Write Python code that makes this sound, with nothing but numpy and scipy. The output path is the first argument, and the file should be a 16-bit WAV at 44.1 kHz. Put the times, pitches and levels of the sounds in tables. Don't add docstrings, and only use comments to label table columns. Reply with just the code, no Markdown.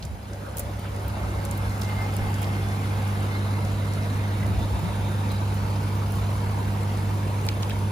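import sys
import numpy as np
from scipy import signal
from scipy.fft import rfft, irfft, next_fast_len
from scipy.io import wavfile
from scipy.ndimage import uniform_filter1d

SR = 44100
rng = np.random.default_rng(int(sys.argv[2]) if len(sys.argv) > 2 else 0)


def dump_mix(stems):
    frames = np.atleast_2d(stems).T
    limited = np.clip(frames, -1, 1)
    pcm = np.round(limited * 32767).astype(np.int16)
    wavfile.write(sys.argv[1], SR, pcm)


N = 348831
TIME = np.arange(N) / SR
HUM_RISE_S = 1.08


def gain_of(db):
    return 10 ** (np.asarray(db) / 20)


def evened(x):
    return x / np.sqrt(np.mean(x ** 2) + 1e-20)


def read(points, hz):
    f, value = np.transpose(points)
    return np.interp(np.log(hz + 1), np.log(f + 1), value)


def bell(hz, centre_hz, octaves):
    return np.exp(-(np.log2(hz / centre_hz) / octaves) ** 2)


def add(mix, s, sound):
    part = mix[:, max(round(s * SR), 0):][:, :sound.shape[1]]
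    part += sound[:, :part.shape[1]]


def wander(rate_hz, count=10):
    coarse = TIME[::128]
    speed, phase = rng.random((2, count, 1))
    sines = np.sin(2 * np.pi * (rate_hz * speed * coarse + phase))
    return np.interp(TIME, coarse, sines.sum(0) * np.sqrt(2 / count))


def swell(start_db, rise_s):
    rise_shape = 1.28
    return start_db * np.exp(-(TIME / rise_s) ** rise_shape)


def bumps(rows):
    return sum(db * np.exp(-((TIME - s) / half) ** 2) for s, half, db in rows)


def held(start, end, fade_s):
    return np.clip(np.minimum(TIME - start, end - TIME) / fade_s + .5, 0, 1)


def band_noise(size, hz, octaves):
    f = np.fft.rfftfreq(size, 1 / SR) + 1
    white = rng.standard_normal((2, size))
    return evened(irfft(rfft(white) * bell(f, hz, octaves), size))


def paired(z, same):
    same = np.clip(same, -1, 1)
    return np.array([z[0], same * z[0] + np.sqrt(1 - same ** 2) * z[1]])


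def at_ports(z, hz):
    # (frequency [Hz], coherence, phase by which right leads [rad], left-right level [dB])
    ports = [(25, 0.9, 1.5, -1), (60, 1, 0, -1.5), (130, 0.91, 0.13, 0), (290, 0.85, 0, -1.5),
             (460, 0.77, -0.5, 0.5), (607, 0.58, -0.2, 0.5), (922, 0.22, -1.28, -0.5),
             (1480, 0.049, -4.5, -1), (1880, 0.88, -4.5, -1.5), (2310, 0.26, -6.5, -0.7),
             (3250, 0.27, -7, -1), (4400, 0.82, -7.5, -1), (5330, 0.19, -6, 1.5), (6870, 0.27, -6, 0.5),
             (8650, 1, -2.5, 0), (10170, 1, -0.03, 0), (12170, 1, 3.5, -1.5), (15300, 0.96, 8, 1)]
    f, *columns = np.transpose(ports)
    same, lead, pan_db = (np.interp(hz, f, column) for column in columns)
    left, right = paired(z, same)
    return np.array([left * gain_of(pan_db / 2), right * gain_of(-pan_db / 2) * np.exp(1j * lead)])


def soft_bursts(rows, octaves, same):
    out = np.zeros((2, N))
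    for s, length, hz, db in rows:
        size = round(length * SR)
        burst = paired(band_noise(SR, hz, octaves), same)[:, :size] * np.hanning(size)
        add(out, s - length / 2, gain_of(db) * evened(burst))
    return out


def tones(rows, waver_db, slip):
    total = 0
    for hz, db in rows:
        level = gain_of(db + waver_db * wander(2))
        total = total + level * np.sin(2 * np.pi * (hz * TIME + rng.random()) + slip * wander(2))
    return np.sqrt(2) * total


def buzz(low_hz=270, high_hz=780, level_db=-64, tilt_db=-1, waver_db=2, count=26):
    out = np.zeros((2, N))
    for index, (offset, phase, side) in enumerate(rng.random((count, 3))):
        hz = low_hz * (high_hz / low_hz) ** ((index + offset) / count)
        level = gain_of(level_db + tilt_db * np.log2(hz / low_hz) + waver_db * wander(1.55))
        port_phase = np.array([[0], [2 * side - 1]])
        out += np.sqrt(2) * level * np.sin(2 * np.pi * (hz * TIME + phase) + port_phase)
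    return out


def pump(waver_db=0.13, overtone_waver_db=0.4):
    mains_hz, start_db = 50.01, -15.5
    # (multiple of the mains, level [dB], left-right level [dB])
    harmonics = [(2, -26, -1.1), (3, -40, -3.5), (4, -38.5, -4), (5, -53.5, 1), (6, -53.5, -9),
                 (7, -56.5, -5), (8, -59.5, -3)]
    # (frequency [Hz], level [dB])
    housing = [(112.5, -49), (118.8, -47), (158.8, -55), (163, -53), (181.1, -48.5), (212.6, -52),
               (218.7, -56), (231.2, -58), (262.5, -57.5), (268.7, -57), (287.5, -59.5), (331.2, -61.5),
               (337.5, -60.5), (412.5, -60), (462.6, -55), (468.8, -56), (531, -55)]
    # (centre [s], half length [s], level change [dB])
    dips = [(4.8, .15, -3), (7.6, 0.15, -2)]
    out = np.zeros((2, N)) + tones(housing, waver_db=1.5, slip=0.48) + buzz()
    for index, (multiple, db, pan_db) in enumerate(harmonics):
        depth_db = overtone_waver_db if index else waver_db
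        line = np.sqrt(2) * np.sin(2 * np.pi * (multiple * mains_hz * TIME + rng.random()))
        sides = gain_of([[pan_db / 2], [-pan_db / 2]])
        out += sides * gain_of(db + depth_db * wander(4.4)) * line
    return out * gain_of(swell(start_db, HUM_RISE_S) + bumps(dips))


def drone():
    # (frequency [Hz], level [dB])
    deep_tones = [(53, -54), (56, -52), (62.6, -51), (69.4, -44.5)]
    # (centre [s], half length [s], level change [dB])
    rises = [(1.45, 0.65, 9), (5.95, 1.0, 6.5)]
    sides = gain_of([[-.3], [.3]])
    return tones(deep_tones, waver_db=1, slip=0.32) * gain_of(bumps(rises)) * sides


def rumble(level_db=-36.5, start_db=-8):
    # (frequency [Hz], relative level per hertz [dB])
    spectrum = [(15, -40), (30, -17), (42, -18), (54, 2.5), (70, -4.5), (85, -2.5), (120, -5), (150, -6.5),
                (210, -8), (280, -13), (420, -31), (900, -62)]
    size = next_fast_len(N)
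    hz = np.fft.rfftfreq(size, 1 / SR)
    z = at_ports(rfft(rng.standard_normal((2, size))), hz) * gain_of(read(spectrum, hz))
    return evened(irfft(z, size)[:, :N]) * gain_of(level_db + swell(start_db, HUM_RISE_S))


def water_db(surge_s=1.93, surge_half_s=1.0, surge_db=1.5):
    return swell(start_db=-8.5, rise_s=1) + bumps([(surge_s, surge_half_s, surge_db)])


def smoothed_field(shape, bins, frames):
    field = uniform_filter1d(rng.standard_normal(shape), size=bins, axis=0)
    return evened(uniform_filter1d(field, size=frames, axis=1))


def wash(level_db=-35.5, patchy_db=1.5, flicker_db=0.86, drift_db=1.0):
    # (frequency [Hz], relative level per hertz [dB])
    spectrum = [(100, -9), (250, -1.5), (380, -1.4), (560, -2), (900, -1.5), (1250, -5.5), (1900, -11.5),
                (2500, -13.5), (3300, -17.5), (4200, -18.5), (5500, -22), (7200, -24), (10000, -22.5),
                (12000, -28), (14500, -25), (16000, -45)]
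    # (time [s], hollow frequency [Hz], hollow level [dB],
    # bright frequency [Hz], bright level [dB], nasal level [dB])
    resonances = [(0, 900, 0.5, 2800, 1, -2), (1.2, 860, 1, 2800, -0.5, 0.5), (2.6, 780, 5, 3370, 1.5, 0),
                  (3.2, 810, 2, 3700, 3, 1.5), (3.6, 950, 3.5, 4000, 5.5, 0.5),
                  (4.3, 935, 2, 3750, 4, -0.5), (5.2, 940, 5, 3680, 6.5, -0.5),
                  (6.0, 925, 3.5, 4770, 0, -0.5), (7.0, 940, 4.5, 4950, 0, -.5),
                  (7.7, 930, 5, 4600, -1, -0.5)]
    # (centre [Hz], width [octaves], starting level [dB], filling time [s])
    thin_start = (390, 0.5, -1.5, 0.2)
    resonance_octaves, nasal_hz, nasal_octaves = 0.11, 1190, 0.39

    hz, t, z = signal.stft(rng.standard_normal((2, N)), SR, nperseg=1024, noverlap=768)
    z = at_ports(z.swapaxes(1, 2), hz).swapaxes(1, 2)
    hz = hz[:, None]
    patches = smoothed_field(z.shape[1:], bins=8, frames=8)
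    drift = smoothed_field(z.shape[1:], bins=4, frames=60)
    flicker = rng.standard_normal(len(t))
    field_db = read(spectrum, hz) + patchy_db * patches + drift_db * drift + flicker_db * flicker

    s, *columns = np.transpose(resonances)
    hollow_hz, hollow_db, bright_hz, bright_db, nasal_db = (np.interp(t, s, column) for column in columns)
    field_db = field_db + hollow_db * bell(hz + 1, hollow_hz, resonance_octaves)
    field_db = field_db + bright_db * bell(hz + 1, bright_hz, resonance_octaves)
    field_db = field_db + nasal_db * bell(hz + 1, nasal_hz, nasal_octaves)

    thin_hz, thin_octaves, thin_db, fill_s = thin_start
    filling_db = np.interp(t, TIME, swell(thin_db, fill_s))
    field_db = field_db + filling_db * bell(hz + 1, thin_hz, thin_octaves)
    water = signal.istft(z * gain_of(field_db), nperseg=1024, noverlap=768)[1][:, :N]
    return gain_of(level_db + water_db()) * evened(water)


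def trickle(level_db=-53, per_s=300, spread_db=3.5, cycles=7, tilt_db=-2.0, count=28):
    out, t = np.zeros((2, N)), np.arange(2048) / SR
    tries = 200
    for hz in np.geomspace(700, 8000, count):
        weight = gain_of(tilt_db * np.log2(hz / 1000)) * np.sqrt(hz)
        ring = weight * np.sin(2 * np.pi * hz * t) * np.exp(-t * hz / cycles)
        for when, size, side, chance in rng.random((tries, 4)):
            if chance < per_s * TIME[-1] / count / tries:
                bubble = ring * gain_of(spread_db * min(-np.log(size), 4))
                sides = [np.cos(np.pi * side), np.sin(np.pi * side)]
                add(out, when * TIME[-1], np.outer(sides, bubble))
    return gain_of(level_db + water_db()) * evened(out)


def puffs():
    # (centre [s], length [s], frequency [Hz], level [dB])
    air_bumps = [(.02, 0.078, 149, -41.5), (.06, 0.24, 64, -38), (0.659, .1, 68.4, -36),
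                 (2.235, 0.135, 46, -36.5), (4.47, .2, 190, -42), (4.501, .3, 87, -33.5),
                 (4.615, 0.173, 54, -31), (4.763, 0.15, 70.4, -33), (4.851, 0.15, 148, -32.5)]
    return soft_bursts(air_bumps, octaves=0.39, same=0.76)


def faint_slips(per_s=2.5, level_db=-34.5, decay_s=0.0023, middle_hz=8950, count=60):
    rows = []
    for when, colour, chance in rng.random((count, 3)):
        if chance < per_s * TIME[-1] / count:
            rows.append((when * TIME[-1], level_db, decay_s, middle_hz * 2 ** (colour - .5)))
    return rows


def pellets(octaves=0.82, rise_s=0.0011, crumble_db=-20, crumble_hz=4500, crumble_octaves=2.5,
            crumble_s=0.026, grain_db=2):
    # (time [s], level [dB],
    # decay time [s], brightest frequency [Hz])
    slips = [(.025, -35, 0.006, 3800), (.036, -41, 0.0055, 4500), (0.0495, -32, 0.0033, 7100),
             (.5698, -19.5, 0.0016, 10000), (.5758, -25, .0013, 11000), (0.582, -24, 0.0033, 11000),
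             (0.5935, -21.5, 0.006, 11000), (1.079, -32, 0.0037, 13000), (1.451, -24, 0.0015, 9000),
             (1.511, -22.5, 0.0017, 9000), (1.574, -35, .006, 12000), (1.8138, -22.5, 0.0018, 8500),
             (1.8175, -25, 0.0022, 4470), (1.832, -30, .002, 4500), (1.845, -39, .008, 5000),
             (2.166, -25, 0.0016, 9400), (2.3416, -27, .002, 6900), (2.418, -26, 0.0021, 10000),
             (2.428, -28, .002, 10000), (2.443, -30, 0.0024, 3800), (3.935, -32, .0022, 7900),
             (5.317, -28, 0.0024, 10000), (6.1205, -31.5, 0.0027, 11000), (6.155, -33, .003, 11000),
             (7.466, -20, 0.00072, 10000), (7.488, -28, .0015, 14500), (7.626, -31, .0015, 14000),
             (7.6955, -26, 0.0012, 13500)]
    out, t = np.zeros((2, N)), np.arange(4096) / SR
    bins = np.fft.rfftfreq(len(t), 1 / SR)
    for s, db, decay, hz in slips + faint_slips():
        roughness = evened(uniform_filter1d(rng.standard_normal(len(t)), size=32))
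        grains = evened(gain_of(grain_db * roughness))
        bright = at_ports(rfft(band_noise(len(t), hz, octaves)), bins)
        scrape = irfft(bright) * np.exp(-t / decay)
        dull = gain_of(crumble_db) * band_noise(len(t), crumble_hz, crumble_octaves)
        crumble = dull * np.exp(-t / min(crumble_s, 10 * decay))
        onset = 1 - np.exp(-t / min(rise_s, decay / 2))
        add(out, s, gain_of(db) * (scrape + crumble) * grains * onset)
    return out


def pipe(fade_s=0.26, same=0.46):
    # (start [s], end [s], frequency [Hz], width [octaves], level [dB])
    hollow_ring = (0.3, 1.64, 569, 0.05, -46.5)
    start, end, hz, octaves, db = hollow_ring
    ring = paired(band_noise(next_fast_len(N), hz, octaves), same)[:, :N]
    return gain_of(db) * held(start, end, fade_s) * ring


def gurgles():
    # (centre [s], length [s], frequency [Hz], level [dB])
    surges = [(.465, 0.11, 1380, -50.5), (.55, 0.063, 1450, -52), (.5, .6, 520, -50),
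              (.853, 0.05, 1400, -48), (.87, .1, 2760, -54), (1.19, 0.32, 650, -45.5), (1.35, .5, 320, -46),
              (3.46, 0.44, 1130, -51), (5.31, 0.051, 3850, -48)]
    return soft_bursts(surges, octaves=0.31, same=0.53)


def whistle(flutter_db=3.0, flutter_hz=22, fade_s=0.32, jitter_hz=14, waver_hz=5, faint_lead=2.25,
            note_lead=0.4):
    # (start [s], end [s], frequency [Hz], level [dB])
    partials = [(1.1, 4.4, 2105, -52.5), (2.1, 2.65, 2100, -51), (2.9, 3.6, 2110, -49),
                (0.91, 3.3, 1570, -56)]
    # (centre [s], length [s], level [dB])
    clear_notes = [(1.89, 0.15, -46), (2.012, 0.13, -41)]
    note_hz = 2090
    faint = 0
    for start, end, hz, db in partials:
        level = held(start, end, fade_s) * gain_of(db + flutter_db * wander(flutter_hz))
        faint = faint + level * np.exp(2j * np.pi * np.cumsum(hz + jitter_hz * wander(45)) / SR)
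    envelope = 0
    for s, length, db in clear_notes:
        envelope = envelope + gain_of(db) * np.cos(np.pi * np.clip((TIME - s) / length, -.5, .5))
    clear = envelope * np.exp(2j * np.pi * np.cumsum(note_hz + waver_hz * wander(39.7)) / SR)
    right = faint * np.exp(1j * faint_lead) + clear * np.exp(1j * note_lead)
    return np.sqrt(2) * np.real([faint + clear, right])


def chirps(rise_hz_per_s=600, jitter_hz=45):
    # (centre [s], length [s], middle frequency [Hz], level [dB])
    slides = [(2.41, 0.1, 3230, -57), (2.679, .3, 3470, -60), (3.372, 0.065, 4090, -53.5)]
    out = np.zeros((2, N))
    for s, length, hz, db in slides:
        size = round(length * SR)
        pitch = hz + rise_hz_per_s * (TIME[:size] - length / 2) + jitter_hz * wander(91)[:size]
        tone = np.sin(2 * np.pi * np.cumsum(pitch) / SR)
        chirp = gain_of(db) * evened(tone * np.hanning(size))
        add(out, s - length / 2, np.array([chirp, chirp]))
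    return out


def splashes():
    # (centre [s], length [s], frequency [Hz], level [dB])
    slops = [(2.435, .06, 2800, -48), (7.632, .024, 5200, -50), (7.71, .05, 3200, -50)]
    return soft_bursts(slops, octaves=0.43, same=0.42)


def plips(snap_s=0.00009, snap_hz=4200, rise_s=0.0001, glide_per_s=3.6, low_edge=0.89, spray_db=-21,
          spray_s=0.0093, wall_db=-7):
    # (time [s], level [dB], bubble frequency [Hz], decay time [s],
    # snap relative to the bubble [dB])
    breaks = [(4.429, -29, 2030, .004, -16), (4.445, -35, 2000, .005, -12), (7.488, -16, 2390, 0.0012, 7),
              (7.6255, -27, 6170, .0008, -6), (7.6315, -25, 3100, 0.001, 7), (7.657, -32, 2600, .001, -3),
              (7.697, -25, 2500, 0.0017, -2), (7.706, -26, 3400, .001, -6), (7.709, -25, 3000, .0008, -6),
              (7.716, -30, 1770, .005, -14), (7.758, -33, 2150, .003, -14)]
    wall_echo_s = 0.003
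    fish_lag_s = 0.00009
    out, t = np.zeros((2, N)), np.arange(4096) / SR
    late = np.maximum(t - np.array([[0], [fish_lag_s]]), 0)
    for s, db, hz, decay, snap_db in breaks:
        ring = np.sin(2 * np.pi * hz * late * (1 + glide_per_s * late / 2))
        bubble = ring * np.exp(-late / decay) * (1 - np.exp(-late / rise_s))
        snap_envelope = late / snap_s * np.exp(1 - late / snap_s)
        snap = gain_of(snap_db) * np.sin(2 * np.pi * snap_hz * late) * snap_envelope
        highpass = signal.butter(4, low_edge * hz, "highpass", fs=SR, output="sos")
        pop = signal.sosfilt(highpass, bubble + snap)
        mist = paired(band_noise(len(t), hz * 1.16, 0.36), 0.23)
        spray = gain_of(spray_db) * mist * np.exp(-t / spray_s)
        plip = gain_of(db) * (pop + spray) * gain_of([[-.9], [.9]])
        add(out, s, plip)
        add(out, s + wall_echo_s, gain_of(wall_db) * plip)
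    return out


def scene():
    machine = pump() + drone() + rumble()
    water = wash() + trickle() + pipe() + gurgles()
    air = puffs() + whistle() + chirps()
    fish = splashes() + plips()
    return machine + water + air + pellets() + fish


def record(dry):
    edge_hz = 15700
    lowpass = signal.firwin(511, edge_hz, window=("kaiser", 9), fs=SR)
    return signal.oaconvolve(dry, lowpass[None], "same")


dry = scene()
out = record(dry)
dump_mix(out)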